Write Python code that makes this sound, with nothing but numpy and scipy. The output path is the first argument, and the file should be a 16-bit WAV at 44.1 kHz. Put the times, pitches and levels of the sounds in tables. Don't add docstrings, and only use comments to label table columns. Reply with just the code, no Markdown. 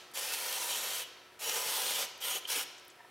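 import sys
import numpy as np
from scipy import signal
from scipy.fft import rfft, irfft
from scipy.io import wavfile

SR = 44100
rng = np.random.default_rng(int(sys.argv[2]) if len(sys.argv) > 2 else 0)


def unload_audio(sound):
    columns = np.transpose(np.atleast_2d(sound))
    steps = np.round(np.clip(columns, -1, 1) * 32767)
    wavfile.write(sys.argv[1], SR, steps.astype(np.int16))


N = 136710
TIME = np.arange(N) / SR


def from_db(db):
    return 10 ** (np.asarray(db) / 20)


def rms_one(x):
    return x / np.sqrt(np.mean(x ** 2) + 1e-20)


def at_hz(points, hz):
    point_hz, value = np.transpose(points)
    return np.interp(np.log(np.maximum(hz, 1)), np.log(point_hz), value)


def colour(x, spectrum, peaks=()):
    hz = np.arange(N // 2 + 1) * SR / N
    db = at_hz(spectrum, hz)
    for peak_hz, width_hz, gain_db in peaks:
        db = db + gain_db / (1 + (2 * (hz - peak_hz) / width_hz) ** 2)
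    low_cut = hz / (hz + 20)
    return rms_one(irfft(rfft(x) * from_db(db) * low_cut, N))


def band_noise(hz, width_hz):
    edges_hz = np.clip([hz - width_hz / 2, hz + width_hz / 2], 20, .45 * SR)
    band_pass = signal.butter(2, edges_hz, "band", fs=SR, output="sos")
    return rms_one(signal.sosfilt(band_pass, rng.standard_normal(N)))


def bands(x, count):
    centres_hz, spectrum = np.geomspace(200, 16000, count), rfft(x)
    hz = np.arange(len(spectrum)) * SR / N
    for centre_hz, weights in zip(centres_hz, np.eye(count)):
        yield centre_hz, irfft(spectrum * np.interp(hz, centres_hz, weights), N)


def drift(rate_hz):
    r = np.exp(-2 * np.pi * rate_hz / SR)
    wander = signal.lfilter([1], [1, -2 * r, r * r], rng.standard_normal(N + SR))
    return rms_one(wander[SR:])


def ramp(start_s, length_s):
    return np.clip((TIME - start_s) / max(length_s, 1e-5), 0, 1)


def stereo(mid, side):
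    return np.array([mid + side, mid - side])


# pitch_hz, relative level_db (per Hz)
VENTILATION_MID = [(25, -25), (60, -7.5), (120, -9), (250, -4.5), (380, 0.5), (900, -3), (1800, -3),
                   (3000, -6.5), (6000, -19), (10000, -18.5), (15500, -23)]
# pitch_hz, relative level_db (per Hz)
VENTILATION_SIDE = [(25, -22), (60, -16), (120, 4), (250, 1), (400, 4), (1000, -34), (3000, -29),
                    (8000, -1), (15500, -8)]
# pitch_hz, level_db (rms)
MACHINE_HUM = [(120, -82), (360.5, -71), (721, -73.5), (958, -74), (1319, -70.5)]
VENTILATION_MID_DB, VENTILATION_SIDE_DB = -59.5, -75
HUM_WANDER_RAD, HUM_WANDER_HZ = 1, 1.8


def ambience():
    mid = from_db(VENTILATION_MID_DB) * colour(rng.standard_normal(N), VENTILATION_MID)
    side = from_db(VENTILATION_SIDE_DB) * colour(rng.standard_normal(N), VENTILATION_SIDE)
    for hz, db in MACHINE_HUM:
        phase = 2 * np.pi * hz * TIME + HUM_WANDER_RAD * drift(HUM_WANDER_HZ)
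        mid = mid + from_db(db) * np.sqrt(2) * np.sin(phase)
    return stereo(mid, side)


# pitch_hz, fade_s
ROOM_FADE = [(200, 0.3), (1000, 1.28), (3000, 0.91), (5000, 1.15), (8000, 0.46), (12000, 0.43),
             (16000, 0.21)]


def dying_noise(noise):
    for hz, band in bands(noise, count=18):
        fade_s = max(at_hz(ROOM_FADE, hz), .05)
        yield hz, fade_s, band * from_db(-60 * TIME / fade_s)


EARLIER_TAIL_DB, EARLIER_AGE_S = -43.5, 0.12


def earlier_tail():
    noise = colour(rng.standard_normal(N), JET_SPECTRUM)
    tail = 0
    for hz, fade_s, band in dying_noise(noise):
        tail = tail + band * from_db(-60 * EARLIER_AGE_S / fade_s)
    return from_db(EARLIER_TAIL_DB) * tail


# start_s, level_db, pitch_hz, decay_s
METAL_TICKS = [(0.114, -57, 10500, .005), (2.177, -54, 11500, .003), (2.780, -52, 6200, .007),
               (2.795, -57.5, 9000, .005), (2.849, -58, 13500, .004), (2.880, -48.7, 12000, .0026),
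               (2.901, -56, 7000, .007)]
# start_s, level_db
TRAY_KNOCKS = [(2.993, -48), (3.003, -42), (3.046, -49)]
# pitch_hz, level_db (relative to the knock), fade_s (time to fall 60 dB)
TRAY_TONES = [(720, -8.5, 0.076), (957, -5, 0.082), (1800, -7.5, 0.058), (2150, -17, 0.036)]
KNOCK_RISE_S = 0.0024


def handling():
    out = 0
    for start_s, db, hz, decay_s in METAL_TICKS:
        dying = (TIME >= start_s) * np.exp(-np.abs(TIME - start_s) / decay_s)
        out = out + from_db(db) * band_noise(hz, 0.45 * hz) * dying
    for start_s, db in TRAY_KNOCKS:
        age_s = np.maximum(TIME - start_s, 0)
        contact = ramp(start_s, KNOCK_RISE_S)
        for hz, tone_db, fade_s in TRAY_TONES:
            fading = from_db(db + tone_db - 60 * age_s / fade_s)
            out = out + fading * contact * np.sin(2 * np.pi * hz * age_s)
    return out


# start_s, stop_s, level_db, opening_s, closing_s, low_rush_db
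VALVE_PRESSES = [(0.136, 1.008, -36.5, 0.034, 0.04, -3), (1.391, 2.029, -35, 0.082, 0.041, -1.5),
                 (2.203, 2.361, -36, 0.051, 0.041, -3), (2.472, 2.610, -35, 0.028, 0.038, -4.5)]
CRACK_SHARE, CRACK_S = .2, .001


def flow(lag_s=0, low=False):
    out = 0
    for start_s, stop_s, db, opening_s, closing_s, low_rush_db in VALVE_PRESSES:
        crack = CRACK_SHARE * ramp(start_s, CRACK_S)
        opened = crack + (1 - CRACK_SHARE) * ramp(start_s + lag_s, opening_s)
        out = out + from_db(db + low * low_rush_db) * opened * (1 - ramp(stop_s, closing_s))
    return out


# pitch_hz, relative level_db (per Hz)
JET_SPECTRUM = [(59, -42), (100, -26.5), (327, -15.5), (500, -2), (687, -4.5), (965, -6), (1140, -9.5),
                (1330, -5.5), (2160, -6), (3160, -1.5), (4930, -6.5), (5720, -6.5), (7530, -6.5),
                (13900, -8), (15800, -15.5)]
# pitch_hz, width_hz, gain_db
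BODY_RESONANCES = [(159, 19, 7), (406, 66, 1.5), (505, 40, 7), (600, 110, -3.5), (759, 35, 5.5),
                   (1009, 113, 7.5), (1180, 54, -3.5), (1268, 154, 2.5), (1710, 98, -3.5), (1850, 43, 2.5),
                   (2450, 100, 2), (3350, 1600, -2.5), (5650, 340, 3), (6130, 40, 4.5), (7680, 270, 1),
                   (7570, 180, -5), (8750, 280, 0.5)]
DROPS_PER_S, DROPS_DB = 2500, -5.5
WANDER_DB, WANDER_HZ = 1.5, 4
FLUTTER_DB, FLUTTER_HZ, SURGE_DB, SURGE_HZ = 0.73, 80, 0.7, 24
RUSH_LAG_S, RUSH_BELOW_HZ = 0.0061, 1070


def jet():
    drops = rng.choice([-1, 1], N) * (rng.random(N) < DROPS_PER_S / SR)
    raw = rng.standard_normal(N) + from_db(DROPS_DB) * rms_one(drops)
    coloured = colour(raw, JET_SPECTRUM, BODY_RESONANCES)
    hiss = 0
    for hz, band in bands(coloured, count=64):
        hiss = hiss + band * from_db(WANDER_DB * drift(WANDER_HZ))
    hiss = rms_one(hiss)
    low_pass = signal.butter(2, RUSH_BELOW_HZ, fs=SR, output="sos")
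    rush = signal.sosfiltfilt(low_pass, hiss)
    unsteady = from_db(FLUTTER_DB * drift(FLUTTER_HZ) + SURGE_DB * drift(SURGE_HZ))
    return unsteady * ((hiss - rush) * flow() + rush * flow(RUSH_LAG_S, low=True))


# start_s, level_db (before the low cut)
HEAVY_DROPS = [(0.174, -28.5), (0.322, -27), (0.337, -25), (0.441, -49), (0.527, -31), (1.459, -41),
               (1.496, -26), (1.644, -36), (1.819, -29), (1.896, -37), (2.375, -38), (2.593, -31)]
SPLAT_DECAY_S, SPLAT_ABOVE_HZ = .0015, 600


def splats():
    level = 0
    for start_s, db in HEAVY_DROPS:
        dying = np.exp(-np.abs(TIME - start_s) / SPLAT_DECAY_S)
        level = level + from_db(db) * (TIME >= start_s) * dying
    slaps = level * colour(rng.standard_normal(N), JET_SPECTRUM, BODY_RESONANCES)
    high_pass = signal.butter(2, SPLAT_ABOVE_HZ, "high", fs=SR, output="sos")
    return signal.sosfilt(high_pass, slaps)


# start_s, stop_s, pitch_hz, width_hz, level_db
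BORE_CROSSINGS = [(0.268, 0.37, 2680, 260, -48.5), (0.507, 0.58, 3160, 400, -46.5),
                  (0.507, 0.893, 3940, 300, -53), (0.682, 0.777, 3130, 380, -43),
                  (0.82, 1.056, 3110, 480, -48), (1.46, 1.665, 486, 70, -50.5),
                  (1.55, 1.74, 3200, 400, -51), (1.68, 1.854, 970, 220, -51), (1.412, 1.56, 2930, 320, -47),
                  (1.42, 1.51, 5700, 220, -46), (1.70, 2.04, 3330, 680, -43),
                  (1.69, 1.90, 9000, 1100, -45.5), (1.76, 2.01, 5650, 350, -60),
                  (2.26, 2.36, 900, 250, -62), (2.237, 2.32, 8760, 700, -46),
                  (2.30, 2.378, 6800, 500, -46.5), (2.21, 2.375, 3100, 450, -41),
                  (2.343, 2.375, 460, 140, -46), (2.475, 2.62, 3080, 520, -42.5),
                  (2.523, 2.614, 2290, 350, -46.5), (2.54, 2.62, 1410, 350, -48.5),
                  (2.55, 2.586, 368, 182, -50)]
BORE_FADE_S = 0.016


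def bores():
    out = 0
    for start_s, stop_s, hz, width_hz, db in BORE_CROSSINGS:
        fade_in = ramp(start_s, BORE_FADE_S)
        fade_out = 1 - ramp(stop_s - BORE_FADE_S / 2, BORE_FADE_S)
        out = out + from_db(db) * band_noise(hz, width_hz) * fade_in * fade_out
    return out


SPIT_S, SPIT_LENGTH_S, SPIT_HZ, SPIT_DB = 2.4524, .0040, 3100, -32.5
SPIT_EDGE_S, SPIT_RING_S, SPIT_ROUGH = 0.00051, 0.00055, 0.16


def spit():
    dying = np.exp(-np.maximum(TIME - SPIT_S - SPIT_LENGTH_S, 0) / SPIT_RING_S)
    tone = np.sin(2 * np.pi * SPIT_HZ * (TIME - SPIT_S))
    whistle = tone + SPIT_ROUGH * band_noise(SPIT_HZ, 1800)
    return from_db(SPIT_DB) * ramp(SPIT_S, SPIT_EDGE_S) * dying * whistle


# delay_s, level_db
CLOSE_REFLECTIONS = [(.0023, -17), (.0034, -14.5), (.0049, -16), (.0066, -18), (.0091, -20), (0.013, -20.5)]
TREMBLE_S, TREMBLE_HZ = .00005, 2.56


def near_echoes(x):
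    out, power = x, 1
    for delay_s, db in CLOSE_REFLECTIONS:
        heard_from = TIME - delay_s - TREMBLE_S * drift(TREMBLE_HZ)
        out = out + from_db(db) * np.interp(heard_from, TIME, x, left=0)
        power = power + from_db(db) ** 2
    return out / np.sqrt(power)


# pitch_hz, level_db
ROOM_STRENGTH = [(200, -3), (1000, -8.5), (3000, -6), (6000, -10), (10000, -14), (16000, -14.5)]


def room_response():
    tail = 0
    for hz, fade_s, band in dying_noise(rng.standard_normal(N)):
        even_energy = np.sqrt(2 * np.log(1000) / (fade_s * SR))
        tail = tail + band * from_db(at_hz(ROOM_STRENGTH, hz)) * even_energy
    return tail * ramp(0.0095, 0.025)


TURNS_PER_S = .7


def room(x):
    turn = 2 * np.pi * TURNS_PER_S * TIME
    out = 0
    for share in (np.cos(turn), np.sin(turn)):
        out = out + signal.fftconvolve(x * share, room_response())[:N]
    return out


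# pitch_hz, level_db
MICROPHONE_MISMATCH = [(100, -22), (500, -25), (2000, -62), (5000, -33), (14000, -18.5)]
BORES_IN_ROOM_DB = -4
ROOM_WIDTH = .22


def scene():
    spray = jet() + splats() + spit() + handling()
    ringing = bores()
    direct = near_echoes(spray + ringing)
    into_room = spray + from_db(BORES_IN_ROOM_DB) * ringing
    hz = np.arange(N // 2 + 1) * SR / N
    mismatch = 1j * from_db(at_hz(MICROPHONE_MISMATCH, hz))
    direct_side = irfft(rfft(direct) * mismatch, N)
    mid = direct + room(into_room) + earlier_tail()
    side = direct_side + ROOM_WIDTH * (room(into_room) + earlier_tail())
    return stereo(mid, side) + ambience()


CUTOFF_HZ = 15800


def record(dry):
    low_pass = signal.ellip(12, .1, 80, CUTOFF_HZ, fs=SR, output="sos")
    return signal.sosfilt(low_pass, dry)


dry = scene()
out = record(dry)
unload_audio(out)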